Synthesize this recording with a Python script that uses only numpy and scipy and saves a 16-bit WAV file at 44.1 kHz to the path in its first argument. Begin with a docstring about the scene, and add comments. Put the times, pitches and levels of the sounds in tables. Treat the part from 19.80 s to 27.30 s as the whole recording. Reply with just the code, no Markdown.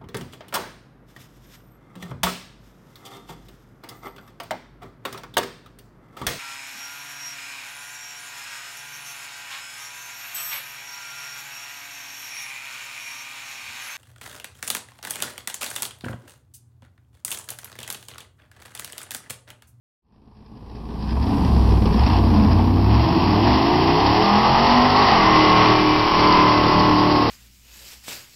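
"""A loping V8 idle fades in, spitting through open pipes, as a drag car rolls up on a paved lot.
Its uneven firings drone and thud in the tailpipes, bark in the open pipes and drive rasping gas.
The engine blips, climbs to a howl and holds a burnout close past a small microphone, the spinning
tyres scrubbing and squealing thinly. Sheds and fences echo. The peaks overload the microphone,
and above the mid treble there is only faint hiss."""
import sys
import numpy as np
from scipy import signal
from scipy.io import wavfile
from scipy.ndimage import uniform_filter1d

SR = 44100
rng = np.random.default_rng(int(sys.argv[2]) if len(sys.argv) > 2 else 0)


def pcm_store(signal):
    """Save signal as 16-bit PCM."""
    levels = np.round(np.clip(np.atleast_2d(signal), -1, 1) * 32767)
    wavfile.write(sys.argv[1], SR, levels.astype(np.int16).T)


N = 330750
TIME = np.arange(N) / SR

# two blips, a long climb, a drop into the held burnout: time_s, cycle_hz (four-stroke cycles a second)
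ENGINE_SPEED = [(0.5, 6.6), (1.28, 7.5), (1.53, 10.05), (1.82, 7.9), (2.14, 7.0), (2.37, 12.2),
                (2.48, 11.4), (2.61, 10.0), (2.8, 11.35), (3.02, 12.0), (3.2, 14.1), (3.32, 16.6),
                (3.6, 20.6), (4.0, 28.8), (4.15, 32.3), (4.4, 38.7), (4.85, 47.4), (5.21, 51.4),
                (5.44, 39.3), (5.52, 39.5), (5.65, 38.5), (5.9, 38.7), (6.25, 38.1), (6.6, 37.95),
                (6.8, 37.5), (7.05, 37.85), (7.35, 37.4), (7.5, 36.7)]
# presses of the pedal, the last one held: start_s, length_s, opening, travel_s
THROTTLE = [(2.16, 0.22, 1.14, 0.028), (2.98, 4.7, 1.124, 0.15)]
# in firing order: strength_db, header_delay_ms
CYLINDERS = [(6, 0.49), (-9, 1), (6, 0.698), (4, 0.22), (-1.4, 0.24), (6, 0.025), (1, 0.19), (4, 0.715)]
# the burn is ragged at idle and cleans up with speed: cycle_hz, rumble_db, roughness (0-1)
ROUGHNESS = [(7.54, -22, 1), (10.4, -26, 1), (18.5, -30, 1), (35.2, -30.5, 0.25)]
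# orders (multiples of the cycle rate) of the unevenly firing banks; the 8th is the firing tone
MULTIPLES = [k for k in range(1, 31) if k not in (8, 17)]
# one row per multiple: loping_db, pulling_db, wheelspin_db
BANK_ORDERS = [(-39, -24.5, -24.5), (-30, -33, -36), (-43, -26, -29), (-40, -38, -31), (-18, -25.5, -28.5),
               (-36, -34.5, -37.5), (-38, -38.5, -33.5), (-49, -24.5, -27.5), (-34.5, -34.5, -27),
               (-33, -25.5, -31), (-33, -43.5, -29.5), (-30.5, -25, -28), (-45, -31.5, -34),
               (-46, -30, -31.5), (-34.5, -29.5, -24), (-34, -35.5, -34), (-33, -37, -45.5),
               (-36.5, -37.5, -37), (-28, -30, -43.5), (-44, -33.5, -34), (-38, -37.5, -35.5),
               (-33, -38, -33.5), (-43, -41, -39.5), (-54, -31.5, -38), (-57, -38, -36), (-27.5, -38, -35),
               (-41.5, -38, -31.5), (-37, -28.5, -37.5)]
# the howl hops between pitches as the car moves: peak_s, half_length_s, multiple, change_db
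ORDER_SWELLS = [(1.97, .2, 13, 7), (2.25, .1, 7, 14), (2.44, .13, 5, -6), (3.62, .1, 16, 6),
                (4.2, .3, 3, -5), (3.05, .3, 5, -3), (3.55, .15, 4, -5), (4.55, .35, 5, 3),
                (3.8, .12, 9, -7), (4.0, .3, 11, 5), (3.9, .25, 13, 3), (4.05, .12, 26, 6),
                (4.25, .1, 21, 6), (4.27, .08, 23, 12), (4.4, .16, 20, 10), (4.68, .12, 19, 10),
                (4.74, .15, 18, 11), (4.9, .2, 15, 4), (4.95, .15, 21, 5), (4.95, .15, 8, -2),
                (5.02, .2, 5, 3), (5.22, .07, 22, 11), (5.56, .1, 27, 13), (5.6, .13, 8, 3),
                (5.68, .13, 28, 10), (5.75, .25, 20, 7), (5.85, .14, 27, 14), (5.9, .1, 29, 5),
                (5.98, .15, 26, 12), (6.08, .07, 8, 4), (6.27, .17, 28, 11), (6.15, .2, 29, 3),
                (6.3, .12, 5, -6), (6.34, .12, 8, -12), (6.48, .22, 27, 19), (6.52, .16, 26, 16),
                (6.58, .08, 25, 12), (6.76, .18, 28, 11), (6.85, .25, 16, 2), (6.4, .9, 11, -4),
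                (5.9, .2, 5, 4), (6.9, .35, 5, 3), (6.9, .14, 8, -4), (7.05, .2, 27, 14),
                (7.08, .17, 25, 7), (6.6, 1.0, 3, -3), (7.36, .09, 8, 4), (7.5, .06, 8, -8)]
# the exhaust swells and sags: peak_s, half_length_s, low_change_db, high_change_db
EXHAUST_SWELLS = [(2.627, 0.19, 2, 3.5), (3.05, 0.15, -0.5, -1), (3.724, 0.063, 2.5, 3), (4.2, 0.56, -1, 1),
                  (5.121, 0.055, -1.5, -3.5), (5.363, 0.94, 2.5, 0.5), (5.853, 0.061, 1, 1.5),
                  (6.557, 0.3, 1.5, 2), (6.97, 0.024, 0, 0), (7.173, 0.4, 2.5, 0), (7.5, 0.12, -1, -1)]

# exhaust resonances, each: frequency_hz, gain_db
TAILPIPE = [(20, -28.5), (35, -15), (55, -4), (76, 4), (86, -1.5), (96, 2), (110, 4.5), (123, -2.5),
            (138, 2.5), (154, -5), (170, 4.5), (186, 0), (215, 2), (275, 1.5), (325, 1.5), (380, -1.5),
            (440, -3.5), (520, -12.5), (600, -9), (700, -1.5), (850, 0), (1120, 2), (1260, 2), (1450, -15)]
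FIRING_RESPONSE = [(55, -25), (66, -13), (78, -15), (96, -16), (110, -15), (135, -22), (154, -35),
                   (167, -25), (190, -35), (245, -34), (270, -22), (298, -19.5), (310, -22.5), (345, -26),
                   (410, -27)]
RUMBLE_BAND = [(20, -4.5), (45, -11), (70, 4), (110, 2), (170, -4.5), (215, 2.5), (270, -1.5), (320, -5.5),
               (365, -7.5), (420, -6), (560, -19), (900, -35)]
THUD_RING = [(110, -28.5), (192, -9), (217, 11.5), (245, 0), (270, -9.5), (312, 6.5), (355, -16),
             (392, -3.5), (560, -15), (900, -44)]
BARK_FRONT = [(250, -26), (450, -7), (560, -10), (680, 1), (820, 4), (1000, 4), (1150, -1.5), (1350, -15),
              (1650, -18), (2000, -27.5), (2550, -16.5), (3500, -32), (6000, -55.5)]  # car facing the microphone
BARK_SIDE = [(250, -21), (450, -7), (590, -9.5), (740, -7), (880, -3.5), (1020, 0.5), (1120, 1),
             (1300, -10), (1600, -16.5), (2100, -13.5), (2500, -18.5), (3500, -32.5), (6000, -40.5)]  # car side-on
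HEADER_RING = [(1000, -37), (1600, -16.5), (1850, -4), (2020, 1), (2250, -7.5), (2550, -11), (2900, -5),
               (3400, -19), (5000, -23)]
RASP_BAND = [(700, -24), (1400, -2.5), (2000, 5.5), (2250, 0), (2580, 7.5), (3200, 5), (3750, -1),
             (4300, 3.5), (4900, 4.5), (5500, 1.5), (6000, -20.5)]
SPIT_RING = [(1000, -23), (1700, 6.5), (2200, -6), (2560, 6), (2850, -4), (3250, 1), (3800, -4), (4500, 0),
             (4950, 6.5), (5500, -1), (6000, -28)]
# layer levels, each: base_db, db_per_octave_of_revs, db_per_throttle_opening, nearest_boost_db
BARK_LEVEL = (-30.5, 1.33, 4, 6.2)
HEADER_LEVEL = (-53, 3, 6.5, 16.5)
RASP_LEVEL = (-44, 2, 8, 5.5)
TYRE_LEVEL = (-44, 7.5, -3, 2)
# steady hiss and the fuller, lower-pitched opening hiss, each: frequency_hz, gain_db
HISS_BAND = [(3000, -24.5), (6500, -5), (10500, -3.5), (11500, 6.5), (14400, 3.5), (15000, -16.5)]
OPENING_HISS_BAND = [(5000, 0), (7000, 0.5), (10000, 6), (10900, 3), (11200, -22), (14000, -33)]

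# the idling exhaust spits: peak_s, half_length_s, level_db
SPITS = [(0.352, .025, -36), (0.572, 0.037, -36), (0.66, 0.016, -35), (0.77, .035, -42), (0.9, 0.014, -41),
         (0.96, 0.022, -37), (1.218, .02, -34), (1.299, .03, -33.5), (1.428, .014, -33.5),
         (1.565, 0.021, -47), (1.65, .015, -50), (1.914, .012, -37), (2.068, 0.014, -41),
         (2.139, 0.0083, -33), (2.185, 0.018, -34), (2.555, .015, -36), (2.652, .02, -37),
         (2.725, .015, -31.5)]
# sharper pops from the loping pipes: start_s, level_db
POPS = [(1.367, -5.5), (1.646, -25), (2.792, -7)]
# single resonances flare up, mostly in the pipes; the one near 1 kHz at 6.5 s is the tyres screeching: peak_s,
# half_length_s, pitch_hz, width_hz, level_db
FLARES = [(3.377, 0.14, 328, 40, -21.5), (5.27, 0.2, 1960, 161, -31.5), (5.314, 0.039, 753, 90, -24),
          (5.48, 0.044, 1020, 130, -18.5), (6.5, 0.21, 1028, 109, -34), (2.0, 0.16, 213, 22, -26.5),
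          (2.604, 0.16, 219.6, 22.2, -24)]
# rubber scrubbing on pavement: frequency_hz, gain_db
SCRUB_BAND = [(60, -19.5), (150, -6), (500, 2.5), (900, 3.5), (1450, -8.5), (2000, -14), (3000, -9.5),
              (3700, -4.5), (4800, 2.5), (6000, -17)]
# tyre squeals: peak_s, half_length_s, pitch_hz, level_db
SQUEALS = [(5.6, 0.27, 2033, -30.5), (6.1, 0.54, 2343, -32.5), (6.55, 0.16, 2096, -30),
           (7.0, 0.87, 1994, -37.5)]
# grit flung against the car: start_s, level_db
GRIT = [(6.473, -17), (6.525, -15)]
# the ring of its impact: frequency_hz, gain_db
GRIT_RING = [(1000, -30), (3000, -13), (4800, 17.5), (6000, -11)]


def gain_of(db):
    """Decibels to amplitude."""
    return np.exp(np.asarray(db) * (np.log(10) / 20))


def unit_rms(x):
    """Scales to rms 1."""
    return x / np.sqrt(np.mean(x ** 2) + 1e-20)


def steadied(x, window=6615):
    """Holds the running rms at 1, leaving the fast throb."""
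    power = uniform_filter1d(uniform_filter1d(x ** 2, window), window)
    return x / np.sqrt(abs(power) + 1e-12)


def ramp(start_s, rise_s):
    """Rises from 0 to 1 and stays there."""
    return np.clip((TIME - start_s) / rise_s, 0, 1)


def bell(peak_s, half_s):
    """A smooth rise and fall, down to 1/e at half_s either side of the peak."""
    return np.exp(-np.minimum(((TIME - peak_s) / half_s) ** 2, 40))


def wander(clock, rate):
    """A random drift, renewed rate times per unit of the clock (cycles or seconds)."""
    return np.interp(clock * rate, np.arange(2048), rng.standard_normal(2048))


def gain_at(spectrum, hz):
    """Gain of a spectrum at the given frequencies."""
    points_hz, db = np.transpose(spectrum)
    return gain_of(np.interp(np.log(hz + 1), np.log(points_hz), db))


def colour(x, spectrum):
    """Minimum-phase filter: each blow rings after it lands."""
    log_gain = np.log(gain_at(spectrum, abs(np.fft.fftfreq(4096, 1 / SR))))
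    taps = np.fft.ifft(np.exp(np.conj(signal.hilbert(log_gain)))).real
    return signal.oaconvolve(x, taps[:len(taps) // 2])[:N]


def low_pass(x, hz):
    """Steep band limit."""
    taps = signal.firwin(361, hz, window=("kaiser", 7), fs=SR)
    return signal.oaconvolve(x, taps[None], "same")


def firings(cycles, cycle_hz, uneven_db=3.0, jitter_cycles=0.0012):
    """One pulse per cylinder, delayed by its header and scattered in strength and timing."""
    count = len(CYLINDERS)
    fired = np.flatnonzero(np.diff(np.floor(cycles * count)))
    db, delay_ms = np.array(CYLINDERS)[np.arange(len(fired)) % count].T
    size, late = rng.standard_normal((len(fired), 2)).T
    delay_s = delay_ms / 1000 + jitter_cycles * late / cycle_hz[fired]
    arrival = np.clip(fired + SR * delay_s, 0, N - 2)
    sample, fraction = arrival.astype(int), arrival % 1
    height = gain_of(db + uneven_db * size)
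    return np.bincount(sample, height * (1 - fraction), N) + np.bincount(sample + 1, height * fraction, N)


def puffs(pulses, decay_s, flow):
    """Turbulent gas: a burst of noise after each firing over a steady flow."""
    gate = steadied(signal.lfilter([1], [1, -np.exp(-1 / (SR * decay_s))], pulses))
    return (flow + gate) * rng.standard_normal(N)


def blasts(pulses, roughness):
    """Clean pressure pulses mixed with turbulent puffs."""
    turbulence = steadied(puffs(pulses, decay_s=0.039, flow=0.21))
    return np.sqrt(1 - roughness) * steadied(pulses) + np.sqrt(roughness) * turbulence


def engine_order(cycles, k, unsteady=0.38, drift_db_per_hz=0.05):
    """A tone at k times the cycle rate; no two cycles burn alike, so it wavers."""
    cycle_hz = np.gradient(cycles) * SR
    strength = 1 + unsteady * wander(cycles, 0.5)
    strength *= gain_of(drift_db_per_hz * cycle_hz * wander(TIME, 7))
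    for peak_s, half_s, multiple, db in ORDER_SWELLS:
        if multiple == k:
            strength *= 1 + (gain_of(db) - 1) * bell(peak_s, half_s)
    sway = (0.04 + 0.0015 * k) * wander(cycles, 0.5)
    return strength * np.cos(2 * np.pi * (k * cycles + rng.random() + sway))


def drone(cycles, cycle_hz, load):
    """The banks' orders shift with load and sweep through the tailpipe's resonances."""
    return sum(gain_of(np.interp(load, [0, 1, 2], db)) * gain_at(TAILPIPE, k * cycle_hz)
               * engine_order(cycles, k) for k, db in zip(MULTIPLES, BANK_ORDERS))


def firing_tone(cycles, cycle_hz):
    """The note of all eight cylinders sweeps through the exhaust's resonances."""
    k = len(CYLINDERS)
    return gain_at(FIRING_RESPONSE, k * cycle_hz) * engine_order(cycles, k, unsteady=0.25)


def rumble(pulses):
    """The low end of the turbulent exhaust gas."""
    return steadied(colour(puffs(pulses, decay_s=0.018, flow=0.22), RUMBLE_BAND))


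def thud(pulses, load, level_db=-28.5):
    """Each firing knocks the hollow pipes until the engine takes up load."""
    return gain_of(level_db) * np.maximum(1 - load, 0) * steadied(colour(pulses, THUD_RING))


def bark(drive, side_on):
    """The open pipes ring; their colour shifts as the car turns side-on to the microphone."""
    front = unit_rms(colour(drive, BARK_FRONT))
    side = unit_rms(colour(drive, BARK_SIDE))
    return steadied((1 - side_on) * front + side_on * side)


def headers(drive):
    """The blasts ring the headers in the treble."""
    return steadied(colour(drive, HEADER_RING))


def rasp(pulses, cycles, roughness, sputter_db=0.5):
    """Rushing gas, sputtering from cycle to cycle when the burn is ragged."""
    gas = steadied(colour(puffs(pulses, decay_s=0.0079, flow=0.83), RASP_BAND))
    return gas * gain_of(sputter_db * roughness * wander(cycles, 1.3))


def hiss(steady_db=-61.0, opening_db=-57.0):
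    """Faint high hiss, with a fuller, lower-pitched opening hiss that dies away."""
    steady = gain_of(steady_db) * unit_rms(colour(rng.standard_normal(N), HISS_BAND))
    opening = gain_of(opening_db) * unit_rms(colour(rng.standard_normal(N), OPENING_HISS_BAND))
    return steady + opening * (1 - ramp(start_s=1.92, rise_s=1.5))


def spits(pulses):
    """Clumps of sharper puffs sputter from the idling pipes."""
    level = sum(gain_of(db) * bell(peak_s, half_s) for peak_s, half_s, db in SPITS)
    return level * steadied(colour(puffs(pulses, decay_s=0.011, flow=0.5), SPIT_RING))


def bursts(rows, ring, decay_s):
    """Short bursts of noise ring what they strike: pops in the pipes, grit on the car."""
    envelope = sum(gain_of(db) * (TIME >= s) * np.exp(-abs(TIME - s) / decay_s) for s, db in rows)
    return colour(envelope * rng.standard_normal(N), ring)


def flare(drive, peak_s, half_s, hz, width_hz, db):
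    """One resonance stands out for a moment: a pipe, or the screeching tyres."""
    b, a = signal.iirpeak(hz, hz / width_hz, fs=SR)
    ringing = signal.lfilter(b, a, signal.lfilter(b, a, drive))
    return gain_of(db) * bell(peak_s, half_s) * steadied(ringing)


def tyre_scrub(cycles, judder_db=4.5):
    """Rubber scrubs over the pavement, gripping and slipping."""
    friction = rng.standard_normal(N) * gain_of(judder_db * wander(cycles, 2.0))
    return unit_rms(colour(friction, SCRUB_BAND))


def tyre_squeal(cycles, peak_s, half_s, hz, db, sag_per_s=0.035, waver=0.00619, chop=0.5):
    """Sticking and slipping tread sings, chopped once per crankshaft turn."""
    pitch_hz = hz * (1 - sag_per_s * (TIME - peak_s) + waver * wander(cycles, 1.7))
    grip = np.maximum(1 + chop * np.cos(2 * np.pi * 2 * cycles) + chop * wander(cycles, 4), 0)
    tone = np.sin(2 * np.pi * np.cumsum(pitch_hz) / SR)
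    return gain_of(db) * bell(peak_s, half_s) * unit_rms(grip * tone)


def passing(nearest_s, half_s):
    """Inverse square of the car's distance from the microphone: 1 at its nearest."""
    return 1 / (1 + ((TIME - nearest_s) / half_s) ** 2)


def lot_echoes(x, wet_db=-11.5, t60_s=0.22, count=240):
    """Adds scattered echoes from the sheds and fences round the lot."""
    delay_s, size = rng.uniform(0.015, 0.35, count), rng.standard_normal(count)
    taps = np.bincount((delay_s * SR).astype(int), size * gain_of(-60 * delay_s / t60_s))
    return x + gain_of(wet_db) * signal.oaconvolve(x, taps / np.linalg.norm(taps))[:N]


def scene():
    """The car as heard from the microphone's spot on the lot, from idle to burnout."""
    cycle_hz = np.interp(TIME, *np.transpose(ENGINE_SPEED))
    cycles = np.cumsum(cycle_hz) / SR
    throttle = sum(opening * (ramp(start_s, travel_s) - ramp(start_s + length_s, travel_s))
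                   for start_s, length_s, opening, travel_s in THROTTLE)
    load = ramp(3.15, 0.23) + ramp(5.14, 0.11)  # 0 loping, 1 pulling, 2 wheels spinning
    near = passing(nearest_s=5.7, half_s=1.13)
    side_on = bell(6.44, 1 / np.sqrt(np.log(2)))  # half turned 1 s either side

    rev_octaves = np.log2(cycle_hz / 10)  # above a 10 Hz idle
    controls = np.array([np.ones(N), rev_octaves, throttle, near])
    levels_db = np.array([BARK_LEVEL, RASP_LEVEL, HEADER_LEVEL, TYRE_LEVEL]) @ controls
    bark_gain, rasp_gain, header_gain, tyre_gain = gain_of(levels_db)
    speeds_hz, *columns = np.transpose(ROUGHNESS)
    rumble_db, roughness = (np.interp(cycle_hz, speeds_hz, column) for column in columns)
    roughness = np.clip(roughness + 0.39 * bell(5.32, 0.42), 0, 1)  # falling revs roughen the bark
    swells_db = sum(np.outer(db, bell(peak_s, half_s)) for peak_s, half_s, *db in EXHAUST_SWELLS)
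    low_swell, high_swell = gain_of(swells_db)

    pulses = firings(cycles, cycle_hz)
    drive = blasts(pulses, roughness)
    low = gain_of(rumble_db) * rumble(pulses)
    high = rasp_gain * rasp(pulses, cycles, roughness)
    low += drone(cycles, cycle_hz, load) + firing_tone(cycles, cycle_hz) + thud(pulses, load)
    high += bark_gain * bark(drive, side_on) + header_gain * headers(drive)
    high += bursts(POPS, BARK_FRONT, decay_s=0.0088) + sum(flare(drive, *row) for row in FLARES)
    wheels = tyre_gain * tyre_scrub(cycles) + sum(tyre_squeal(cycles, *row) for row in SQUEALS)
    wheels += bursts(GRIT, GRIT_RING, decay_s=0.0031)
    return lot_echoes(low_swell * low + high_swell * high + spits(pulses) + wheels)[None]


def record(dry, ceiling=0.42, dip_db=-2, fade_db_per_s=30):
    """The microphone flattens the peaks; a narrow band with hiss above it; everything fades in."""
    clipped = dry / (1 + (dry / ceiling) ** 6) ** (1 / 6)
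    clipped *= gain_of(dip_db * (ramp(5.91, 0.067) - ramp(6.33, 0.067)))  # the level dips briefly
    narrow = low_pass(clipped, hz=5900)
    fade = ramp(0.22, 0.12) * gain_of(fade_db_per_s * np.minimum(TIME - 1.555, 0))
    return low_pass(fade * (narrow + hiss()), hz=15700)


dry = scene()
out = record(dry)
pcm_store(out)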